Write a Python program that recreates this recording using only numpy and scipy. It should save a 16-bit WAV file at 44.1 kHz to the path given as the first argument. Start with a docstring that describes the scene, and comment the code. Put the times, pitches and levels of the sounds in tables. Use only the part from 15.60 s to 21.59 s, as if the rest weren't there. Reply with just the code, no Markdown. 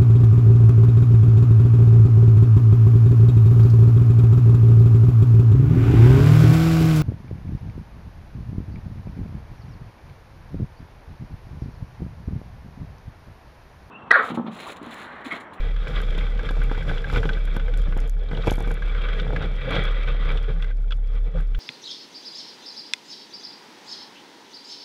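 """A bobsled runs down an iced track, heard from a cased camera fixed to its hull.
From the start the hull booms near 35 Hz, air buffets the case, and the runners grind over the ice
and ring the shell. Ruts jolt the sled, loose fittings rattle and the mount ticks, hardest near 2.9 s.
After 4 s the runners scrape and bite harder; from 5.1 s the sled glides, with a last run of scrapes
around 5.7 s. The case muffles the treble throughout."""
import sys
import numpy as np
from scipy import signal
from scipy.fft import rfft, irfft, next_fast_len
from scipy.io import wavfile
from scipy.ndimage import uniform_filter1d

SR = 44100
rng = np.random.default_rng(int(sys.argv[2]) if len(sys.argv) > 2 else 0)


def dump(signal):
    """Clip the signal to [-1, 1] and save it as 16-bit WAV at the path in sys.argv[1]."""
    limited = np.clip(np.atleast_2d(signal).T, -1, 1)
    pcm = np.round(limited * 32767).astype(np.int16)
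    wavfile.write(sys.argv[1], SR, pcm)


N = 264159

# ruts in the track: t/s, level/dB, relative frame knock/dB
RUTS = [(0.578, -27, -6), (0.907, -23.5, -24), (0.967, -33, -2), (1.114, -19.5, -9), (1.177, -28, -4),
        (1.528, -20, -21), (1.571, -17, -27), (1.654, -20.5, -12), (1.966, -21.5, -12),
        (2.366, -22.5, -10.5), (2.712, -25, -19), (2.73, -23, -20), (2.773, -25, -12), (2.8715, -18, 1),
        (2.8775, -12, -11), (2.916, -13, -17), (2.98, -22, -31), (3.005, -23.5, -8), (3.073, -26.5, -10),
        (3.112, -27.5, -5), (3.732, -25.5, -6)]
# modes of the loose fittings: f/Hz, t60/s, relative level/dB
FITTING_MODES = [(1350, 0.031, -2), (1531, 0.042, 23), (1620, 0.028, 18), (2030, 0.03, 16.5),
                 (2294, 0.058, 6.5), (2770, 0.014, 13), (3034, 0.022, 21.5), (3383, 0.022, 29.5),
                 (3410, 0.026, 21)]
# EQ of a dry, bright tick: f/Hz, gain/dB
TICK_EQ = [(1500, -3), (4000, -5), (7000, -1), (8300, -7), (11400, -1.5), (13100, -14), (14500, -13),
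           (15800, -38)]


def undb(db):
    """Decibels to gain."""
    return 10 ** (np.asarray(db) / 20)


def unit(x):
    """Scale to rms 1."""
    return x / np.sqrt(np.mean(x ** 2))


def curves(table):
    """Automation lanes: each column after the time, interpolated at every sample."""
    s, *columns = np.transpose(table)
    return [np.interp(np.arange(N) / SR, s, c) for c in columns]


def swell(s, length_s):
    """A smooth bump of height 1 centred on s."""
    return np.exp(-(2 * (np.arange(N) / SR - s) / length_s) ** 2)


def walk(rate):
    """Smooth random modulation with rms 1: levels held 1 / rate s and slewed twice."""
    hold = max(int(SR / rate), 2)
    held = rng.standard_normal(N // 16)[np.arange(N) // hold]
    return unit(uniform_filter1d(uniform_filter1d(held, hold), hold))


def grains(rate, spread_db):
    """Random tiny impacts, rate a second, a few much larger than the rest."""
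    struck = rng.random(N) < rate / SR
    size = undb(spread_db * np.minimum(rng.exponential(size=N), 5))
    return unit(struck * size * rng.choice([-1, 1], N))


def spurts(rate, decay_s):
    """Envelope of brief random bursts, rate a second, with rms 1."""
    hits = (rng.random(N) < rate / SR) * rng.uniform(0, 1, N) ** 2
    power = signal.lfilter([1], [1, -np.exp(-1 / (decay_s * SR))], hits + 1e-12)
    return unit(np.sqrt(power))


def colour(x, points):
    """Causal EQ through (f/Hz, gain/dB) points, falling 12 dB an octave beyond the ends."""
    hz, db = np.transpose(points)
    size = next_fast_len(2 * len(x), real=True) // 2 * 2
    f = np.maximum(np.fft.rfftfreq(size, 1 / SR), 1)
    skirts_db = 12 * (np.minimum(np.log2(f / hz[0]), 0) - np.maximum(np.log2(f / hz[-1]), 0))
    gain = undb(np.interp(np.log(f), np.log(hz), db) + skirts_db)
    cepstrum = irfft(np.log(gain))
    cepstrum[1:size // 2] *= 2  # minimum phase: nothing rings ahead of a hit
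    cepstrum[size // 2 + 1:] = 0
    return irfft(rfft(x, size) * np.exp(rfft(cepstrum)))[:len(x)]


def resonate(x, hz, width):
    """One resonance, gain 1 at its centre."""
    return signal.lfilter(*signal.iirpeak(hz, hz / width, fs=SR), x)


def modes(table, t, detune):
    """Decaying sines, one row a mode, slightly retuned at every call."""
    hz, t60, db = np.transpose(table)[:, :, None]
    hz = hz * (1 + detune * rng.standard_normal(hz.shape))
    return undb(db) * np.exp(-np.log(1000) * t / t60) * np.sin(2 * np.pi * hz * t)


def add(out, s, db, sound):
    """Mix in a short sound whose loudest 3 ms have the given level."""
    loudest = np.sqrt(uniform_filter1d(sound ** 2, size=132, mode="constant").max())
    start = max(int(s * SR), 0)
    out[start:start + len(sound)] += (sound * undb(db) / loudest)[:N - start]


def ride(patchy_db=0.14, rut_decay_s=0.032, rut_shake_db=5.5, rut_bite_db=2.5):
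    """How hard the hull shakes and the runners bite, in dB: track, scrapes, ruts and uneven ice."""
    # state of the track: t/s, shake/dB, bite/dB
    track = [(0.0, -37, -41.5), (0.18, -44.5, -48.5), (0.3, -34, -43), (0.55, -37.5, -43.5),
             (0.74, -41, -45.5), (1.3, -37.5, -45), (1.66, -33, -45.5), (1.84, -40.5, -47),
             (2.46, -38, -48.5), (2.515, -48, -61), (2.68, -42, -52.5), (2.76, -37.5, -45), (3.2, -38, -49),
             (3.72, -32, -45.5), (3.97, -39, -45), (4.12, -34.5, -34.5), (4.42, -43.5, -40),
             (4.55, -38.5, -45), (4.63, -40.5, -38), (4.76, -33.5, -39.5), (4.83, -43, -46.5),
             (5.11, -43.5, -49.5), (5.135, -49, -62.5), (5.99, -48.5, -60)]
    # a runner scrapes sideways: t/s, length/s, extra shake/dB, extra bite/dB
    scrapes = [(0.374, 0.048, -0.5, 9), (0.862, 0.057, 5, 6), (1.304, 0.076, 8, 5.5), (1.558, 0.068, 4, 10),
               (1.956, 0.033, 8, 4.5), (2.881, 0.075, 10.5, 6.5), (3.443, 0.42, -4, 8),
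               (3.837, 0.051, 4, 9.5), (4.16, 0.14, 9, 6.5), (4.418, 0.06, -2.5, 5), (4.498, 0.062, 3, 6),
               (4.645, 0.019, 4.5, -2), (4.906, 0.034, 12, 5.5), (5.549, 0.1, 5, 11), (5.664, 0.055, 6, 10),
               (5.776, 0.1, 12, 10.5)]
    shake_db, bite_db = curves(track)
    for s, length_s, more_shake_db, more_bite_db in scrapes:
        scrape = swell(s, length_s)
        shake_db += more_shake_db * scrape
        bite_db += more_bite_db * scrape
    t, rut_s = np.arange(N) / SR, np.sort(np.array(RUTS)[:, 0])
    since_rut_s = np.abs(t - rut_s[np.searchsorted(rut_s, t) - 1])
    load = np.exp(-since_rut_s / rut_decay_s)
    patches = patchy_db * walk(22.01)
    return shake_db + rut_shake_db * load + patches, bite_db + rut_bite_db * load + patches


def creaks():
    """Under the hardest blows the mount gives way in a dense run of tiny slips."""
    # creaks of the mount: t/s, length/s, level/dB
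    strains = [(2.92, 0.04, -56), (3.1, 0.077, -64)]
    slips = unit(colour(grains(450, spread_db=3), TICK_EQ))
    return slips * sum(undb(db) * swell(s, length_s) for s, length_s, db in strains)


def crumbs(bite_db, db=-69, follow=0.4, splinter_s=0.0002):
    """Ice crumbs crack under the runners; they only partly follow the bite, so a glide exposes them."""
    # EQ of a cracking crumb: f/Hz, gain/dB
    crumb_eq = [(2000, 1), (4200, 8), (7000, -4), (9000, -9.5), (12000, -11.5)]
    t = np.arange(256) / SR
    cracks = grains(110, spread_db=3)
    splinter = rng.standard_normal(len(t)) * np.exp(-t / splinter_s)
    crunch = unit(colour(np.convolve(cracks, splinter)[:N], crumb_eq))
    return crunch * undb(db + follow * (bite_db - bite_db.mean()))


def spray(bite_db, shake_db, hiss_db=-55, crackle_db=-80, crackle_follow=0.91, follow=0.96):
    """Ice dust hisses past and single crumbs prick the case; bumps and biting runners throw up more."""
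    # loose ice dust on the track: t/s, relative level/dB
    dust = [(0, -6.5), (1.5, -5), (1.9, -8.5), (2.8, -9), (3.5, -12), (4.6, -18), (5.1, -8.5), (5.3, -11),
            (5.8, -12), (5.99, -2)]
    # EQ of the flying dust: f/Hz, gain/dB
    hiss_eq = [(2500, 9), (4300, 4), (5400, 5), (6200, -4.5), (7400, -2), (8300, -13), (11500, -7),
               (13000, -22), (14500, -29.5)]
    load_db = 0.06 * bite_db + 0.94 * shake_db
    thrown_db = follow * (load_db - load_db.mean()) + curves(dust)[0]
    hiss = unit(colour(grains(4000, spread_db=3.5), hiss_eq) * undb(2 * walk(50)))
    crackle = unit(colour(grains(100, spread_db=4.5), TICK_EQ))
    return undb(hiss_db + thrown_db) * hiss + undb(crackle_db + crackle_follow * thrown_db) * crackle


def ticks(trim_db=-3, slip_s=0.0012):
    """The plastic mount slips under load with dry, bright ticks."""
    # slips of the mount: t/s, level before the trim/dB
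    slips = [(0.417, -45), (0.58, -49), (0.9102, -47), (1.0375, -48), (1.5253, -50), (1.854, -47),
             (1.966, -42), (2.175, -43.5), (2.189, -53), (2.219, -52), (2.375, -44), (2.403, -44.5),
             (2.4767, -49), (2.496, -40), (2.877, -42.5), (2.8938, -47), (2.909, -31.5), (2.9147, -48),
             (2.926, -41), (2.9397, -44), (2.9565, -43), (2.971, -49), (2.989, -49), (3.0051, -45),
             (3.025, -49), (3.074, -54), (3.1157, -45), (3.1418, -46), (4.108, -45), (4.239, -47),
             (5.045, -58), (5.219, -59), (5.367, -61), (5.808, -53)]
    out, t = np.zeros(N), np.arange(512) / SR
    for s, db in slips:
        burst = rng.standard_normal(len(t)) * np.exp(-t / slip_s)
        add(out, s, db + trim_db, colour(burst, TICK_EQ))
    return out


def chips(crumble_s=0.0033, attack_s=0.0011):
    """A chip of ice shatters in a few milliseconds and rings the spot of the shell that it hits. 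The row at
    2.877 s is no chip: it is the hardest rut cracking through the shell."""
    # chip strikes, plus the crack of the hardest rut at 2.877 s: t/s, level/dB, f/Hz
    strikes = [(0.775, -46, 3160), (2.567, -47.5, 1450), (2.596, -59, 3860), (2.686, -46, 3760),
               (2.748, -41, 3160), (2.769, -42, 3850), (2.822, -41, 3600), (2.836, -37, 1340),
               (2.877, -30, 2330), (3.416, -38, 3200), (4.289, -42, 3060), (4.413, -41, 2320),
               (4.433, -38, 2350), (4.484, -37, 2370), (5.24, -50, 1400)]
    out, t = np.zeros(N), np.arange(1536) / SR
    for s, db, hz in strikes:
        shatter = rng.standard_normal(len(t)) * np.exp(-t / crumble_s) * np.minimum(t / attack_s, 1)
        add(out, s, db, resonate(resonate(shatter, hz, hz / 7), hz, hz / 3))
    return out


def jiggle(bite_db, gain_db=-12, upper_db=-4, split_hz=2600, count=4):
    """Several unlike fittings keep chattering softly, low and high modes in their own time."""
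    out, t = np.zeros(N), np.arange(2048) / SR
    upper = np.array(FITTING_MODES)[:, 0] > split_hz
    for _ in range(count):
        ring = modes(FITTING_MODES, t, detune=0.035)
        for part, db in ((~upper, 0), (upper, upper_db)):
            contact = spurts(rate=16, decay_s=0.009) * rng.standard_normal(N)
            out += undb(db) * unit(signal.fftconvolve(contact, ring[part].sum(0))[:N])
    return out / np.sqrt(count) * undb(gain_db + bite_db)


def wind(shake_db, db=-39, follow=0.54):
    """The headwind buffets the case, harder when the sled is shaken."""
    # f/Hz, gain/dB
    buffet_eq = [(25, -9.5), (52, -2.5), (66, 0.5), (95, -7), (135, -3.5), (210, -25.5), (600, -36.5)]
    buffet = unit(colour(rng.standard_normal(N), buffet_eq))
    return undb(db + walk(11) + follow * (shake_db - shake_db.mean())) * buffet


def drumming(hz=153, waver=0.0522):
    """Long bumps set the hull's panels swelling and fading on one unsteady hollow note."""
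    # long bumps: t/s, length/s, level/dB
    bumps = [(1.237, 0.077, -35), (1.706, 0.074, -37), (3.122, 0.057, -35), (3.764, 0.11, -34.5),
             (4.705, 0.08, -36), (4.966, 0.099, -36.5), (5.78, 0.08, -32)]
    phase = 2 * np.pi * np.cumsum(hz * (1 + waver * walk(70))) / SR
    return unit(np.sin(phase)) * sum(undb(db) * swell(s, length_s) for s, length_s, db in bumps)


def groans(swell_s=0.0083, waver=0.089):
    """A short sideways skid sets the hull's hollow note swelling and dying, unsteady in pitch."""
    # skids of a runner: t/s, f/Hz, level/dB
    skids = [(2.08, 454, -33.5), (4.07, 490, -28.5), (4.879, 443, -30), (5.748, 475, -32)]
    out, t = np.zeros(N), np.arange(4096) / SR
    for s, hz, db in skids:
        phase = 2 * np.pi * np.cumsum(hz * (1 + waver * walk(245)[:len(t)])) / SR
        add(out, s, db, np.sin(phase) * t * np.exp(-t / swell_s))
    return out


def rattles(scuff_s=0.0052, scuff_db=-15, attack_s=0.00069, split_hz=2600, upper_db=4,
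            crack_db=-4, crack_growth=0.26):
    """A loose fitting strikes and scuffs; soft hits ping, hard ones ring higher and add a dry crack."""
    # knocks of the fittings: t/s, level/dB, brightness/dB
    knocks = [(0.163, -38.5, -11), (0.228, -42, -23), (0.2707, -31, -21), (0.3598, -33, -5),
              (0.402, -33, -17), (0.548, -39, -6), (0.586, -34, 4), (0.61, -36, -30), (0.666, -39, -8),
              (0.7921, -31, -21), (0.8892, -28.5, -10.5), (1.016, -31, -39), (1.095, -35.5, -39),
              (1.1465, -35, -31), (1.222, -34.5, -32), (1.293, -28, -29), (1.373, -31.5, -31),
              (1.3798, -33.5, -2), (1.4424, -28.5, -31), (1.4988, -29.5, -20), (1.5602, -22, -32),
              (1.572, -53, -7), (1.6307, -26, -32), (1.654, -36, -8), (1.6908, -22.5, -17),
              (1.7318, -35, -3), (1.7704, -34.5, -24), (1.8747, -39, -26), (1.9633, -33, -16),
              (1.997, -34, -14), (2.081, -34.5, -20), (2.1367, -36.5, -9.5), (2.324, -36, -31),
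              (2.3852, -39.5, -27), (2.714, -35.5, -28), (2.773, -38, -8), (2.8789, -35.5, -25),
              (2.8978, -32.5, -4), (3.0436, -37, -24), (3.107, -31.5, -32), (3.1695, -38.5, -36),
              (3.221, -30.5, -30), (3.348, -34, -20), (3.4865, -30, -16), (3.598, -30, -5),
              (3.7619, -25.5, -30), (3.823, -35, -9), (4.1543, -27.5, -2), (4.2695, -32.5, -20),
              (4.478, -34, -34), (4.71, -41, -23), (4.7726, -33.5, -2), (4.8403, -43, 1),
              (5.023, -33, -5.5), (5.043, -38, -13), (5.1094, -41, -35), (5.307, -35, -7.5),
              (5.321, -27.5, -0.5), (5.8022, -40, -26), (5.947, -36, -7)]
    # EQ of the contact's crack: f/Hz, gain/dB
    crack_eq = [(900, -30), (1350, 11), (1850, -11), (2400, 2), (3200, 6), (3800, -11), (4400, -36),
                (5500, -19), (9000, -44)]
    out, t = np.zeros(N), np.arange(3072) / SR
    upper = np.array(FITTING_MODES)[:, 0] > split_hz
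    scuff_decay = np.exp(-t / scuff_s)
    for s, db, bright_db in knocks:
        upper_share = np.clip(undb(bright_db + upper_db) ** 2, .004, .9)
        ring = modes(FITTING_MODES, t, detune=0.018)
        contact = undb(scuff_db) * rng.standard_normal(len(t)) * scuff_decay
        contact[0] += 1  # the strike itself
        low = unit(signal.fftconvolve(contact, ring[~upper].sum(0))[:len(t)])
        high = unit(signal.fftconvolve(contact, ring[upper].sum(0))[:len(t)])
        ping = np.sqrt(1 - upper_share) * low + np.sqrt(upper_share) * high
        crack = unit(colour(rng.standard_normal(len(t)) * scuff_decay, crack_eq))
        knock = ping + undb(crack_db) * upper_share ** crack_growth * crack
        add(out, s, db, knock * np.minimum(t / attack_s, 1))
    return signal.sosfilt(signal.butter(2, 6000, fs=SR, output="sos"), out)


def jolts(contact_s=0.00084, knock_trim_db=-4, shudder_s=0.0033, shudder_db=-16, lead_s=0.0018):
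    """A rut gives one sharp shove and a shudder; a hard edge also makes the frame knock."""
    # modes of the frame: f/Hz, t60/s, relative level/dB
    frame_modes = [(466, 0.016, 10), (625, 0.02, 8), (820, 0.02, 7.5), (909, 0.018, 2)]
    # f/Hz, gain/dB
    shudder_eq = [(150, -7), (250, -9), (480, 10), (900, 13), (1500, 15), (3500, -30)]
    out, t = np.zeros(N), np.arange(3072) / SR
    for s, db, knock_db in RUTS:
        shove = -np.exp(-np.abs(t - lead_s) / contact_s)
        noise = unit(colour(rng.standard_normal(len(t)), shudder_eq))
        shudder = undb(shudder_db) * noise * np.exp(-t / shudder_s)
        knock = undb(knock_db + knock_trim_db) * modes(frame_modes, t, detune=0.03).sum(0)
        add(out, s, db, (shove + shudder + knock) * np.minimum(t / lead_s, 1))
    return signal.sosfilt(signal.butter(2, [60, 2600], "band", fs=SR, output="sos"), out)


def rumble(shake_db, hollow_db=-5.5, gust_db=2, sway_db=3, clatter_db=-15, clatter_growth=0.28):
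    """Bumpy ice shakes the hull, whose hollow notes take turns to stand out; rough ice adds clatter."""
    # hollow resonances of the hull: f/Hz, width/Hz, drive/dB
    hull_modes = [(154.7, 30, 4), (437, 59, 3), (539, 12.5, 0.5), (793, 22, -6)]
    # EQ of the broad rumble: f/Hz, gain/dB
    rumble_eq = [(45, -17), (90, -4), (160, 1), (225, -16), (310, -13), (380, -14), (520, -11.5),
                 (650, -49.5), (1000, -41.5)]
    clatter_eq = [(250, -7), (700, -1.5), (850, -4), (1050, -13.5), (1500, -4.5), (3000, -41.5)]
    push = grains(2500, spread_db=2.5) * undb(gust_db * walk(45))
    hollow = sum(resonate(push * undb(db + sway_db * walk(20)), hz, width)
                 for hz, width, db in hull_modes)
    hollow = signal.sosfilt(signal.butter(4, [95, 850], "band", fs=SR, output="sos"), hollow)
    clatter = unit(colour(grains(500, spread_db=6), clatter_eq))
    clatter *= undb(clatter_db + clatter_growth * (shake_db - shake_db.mean()))
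    return undb(shake_db) * (unit(colour(push, rumble_eq)) + undb(hollow_db) * unit(hollow) + clatter)


def runners(bite_db, grind_db=-2, chatter_db=1.5, sway_db=2, case_hz=4200):
    """Steel crushes ice grains in rasping spurts; each shell resonance takes its own changing share."""
    # resonances of the shell: f/Hz, width/Hz, drive/dB
    shell_modes = [(1215, 136, -1.5), (1498, 86, -0.5), (1657, 32, -0.5), (1980, 96, -2.5), (2307, 63, 1.5),
                   (2630, 116, -10.5), (3225, 79, -3.5), (3360, 63, -3.5), (3526, 27, -2.5), (3727, 46, -8),
                   (4800, 48, -15)]
    # EQ of steel grinding on ice: f/Hz, gain/dB
    grind_eq = [(250, -13), (500, 10.5), (680, -5.5), (950, -7.5), (1400, -0.5), (1830, -15), (2200, -4),
                (2850, -22), (3500, -18), (4000, -12.5), (4450, -26), (5300, -32), (6200, -42)]
    rasp = np.hypot(1, 0.8 * spurts(rate=150, decay_s=0.002))
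    chatter = undb(chatter_db * walk(40)) * rasp
    ring = np.zeros(N)
    for hz, width, db in shell_modes:
        drive = chatter * undb(db + sway_db * walk(25.014))
        ring += resonate(drive * grains(1200, spread_db=2.5), hz, width)
    ring = signal.sosfilt(signal.butter(4, [1000, case_hz], "band", fs=SR, output="sos"), ring)
    grind = colour(chatter * grains(1500, spread_db=2), grind_eq)
    return undb(bite_db) * (unit(ring) + undb(grind_db) * unit(grind))


def boom(shake_db, hz=35.07, db=-20.5, waver=0.045, unrest_growth=0.73, flutter_db=1.14,
         octave_db=-24, octave_sway_db=3):
    """The hull's lowest mode: almost a sine with a faint octave, wavering more on a rough ride."""
    # brief dips in the boom: t/s, length/s, depth/dB
    dips = [(0.281, 0.065, 12), (0.839, 0.049, 13), (1.224, 0.071, 10.5), (1.477, 0.13, 9),
            (2.69, 0.11, 4.5), (2.86, 0.067, 6), (3.033, 0.066, 6), (3.2, 0.071, 6.5), (3.82, 0.042, 11),
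            (4.063, 0.16, 10), (5.725, 0.065, 7.5)]
    dip_db = sum(depth_db * swell(s, length_s) for s, length_s, depth_db in dips)
    unrest = undb(unrest_growth * (shake_db - shake_db.mean()))
    phase = 2 * np.pi * np.cumsum(hz * (1 + waver * unrest * walk(30))) / SR
    octave = undb(octave_db + octave_sway_db * walk(11)) * np.sin(2 * phase)
    return unit(np.sin(phase) + octave) * undb(db - dip_db + flutter_db * unrest * walk(25.05))


def scene():
    """Body, ice, fittings and mount in one mono mix, all on the same ride."""
    shake_db, bite_db = ride()
    body = boom(shake_db) + wind(shake_db) + rumble(shake_db) + jolts() + groans() + drumming()
    ice = runners(bite_db) + spray(bite_db, shake_db) + crumbs(bite_db) + chips()
    return (body + ice + jiggle(bite_db) + rattles() + ticks() + creaks())[None]


def record(dry):
    """The camera cuts the top steeply above 15.7 kHz."""
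    return signal.sosfilt(signal.ellip(8, .2, 70, 15700, fs=SR, output="sos"), dry)


dry = scene()
out = record(dry)
dump(out)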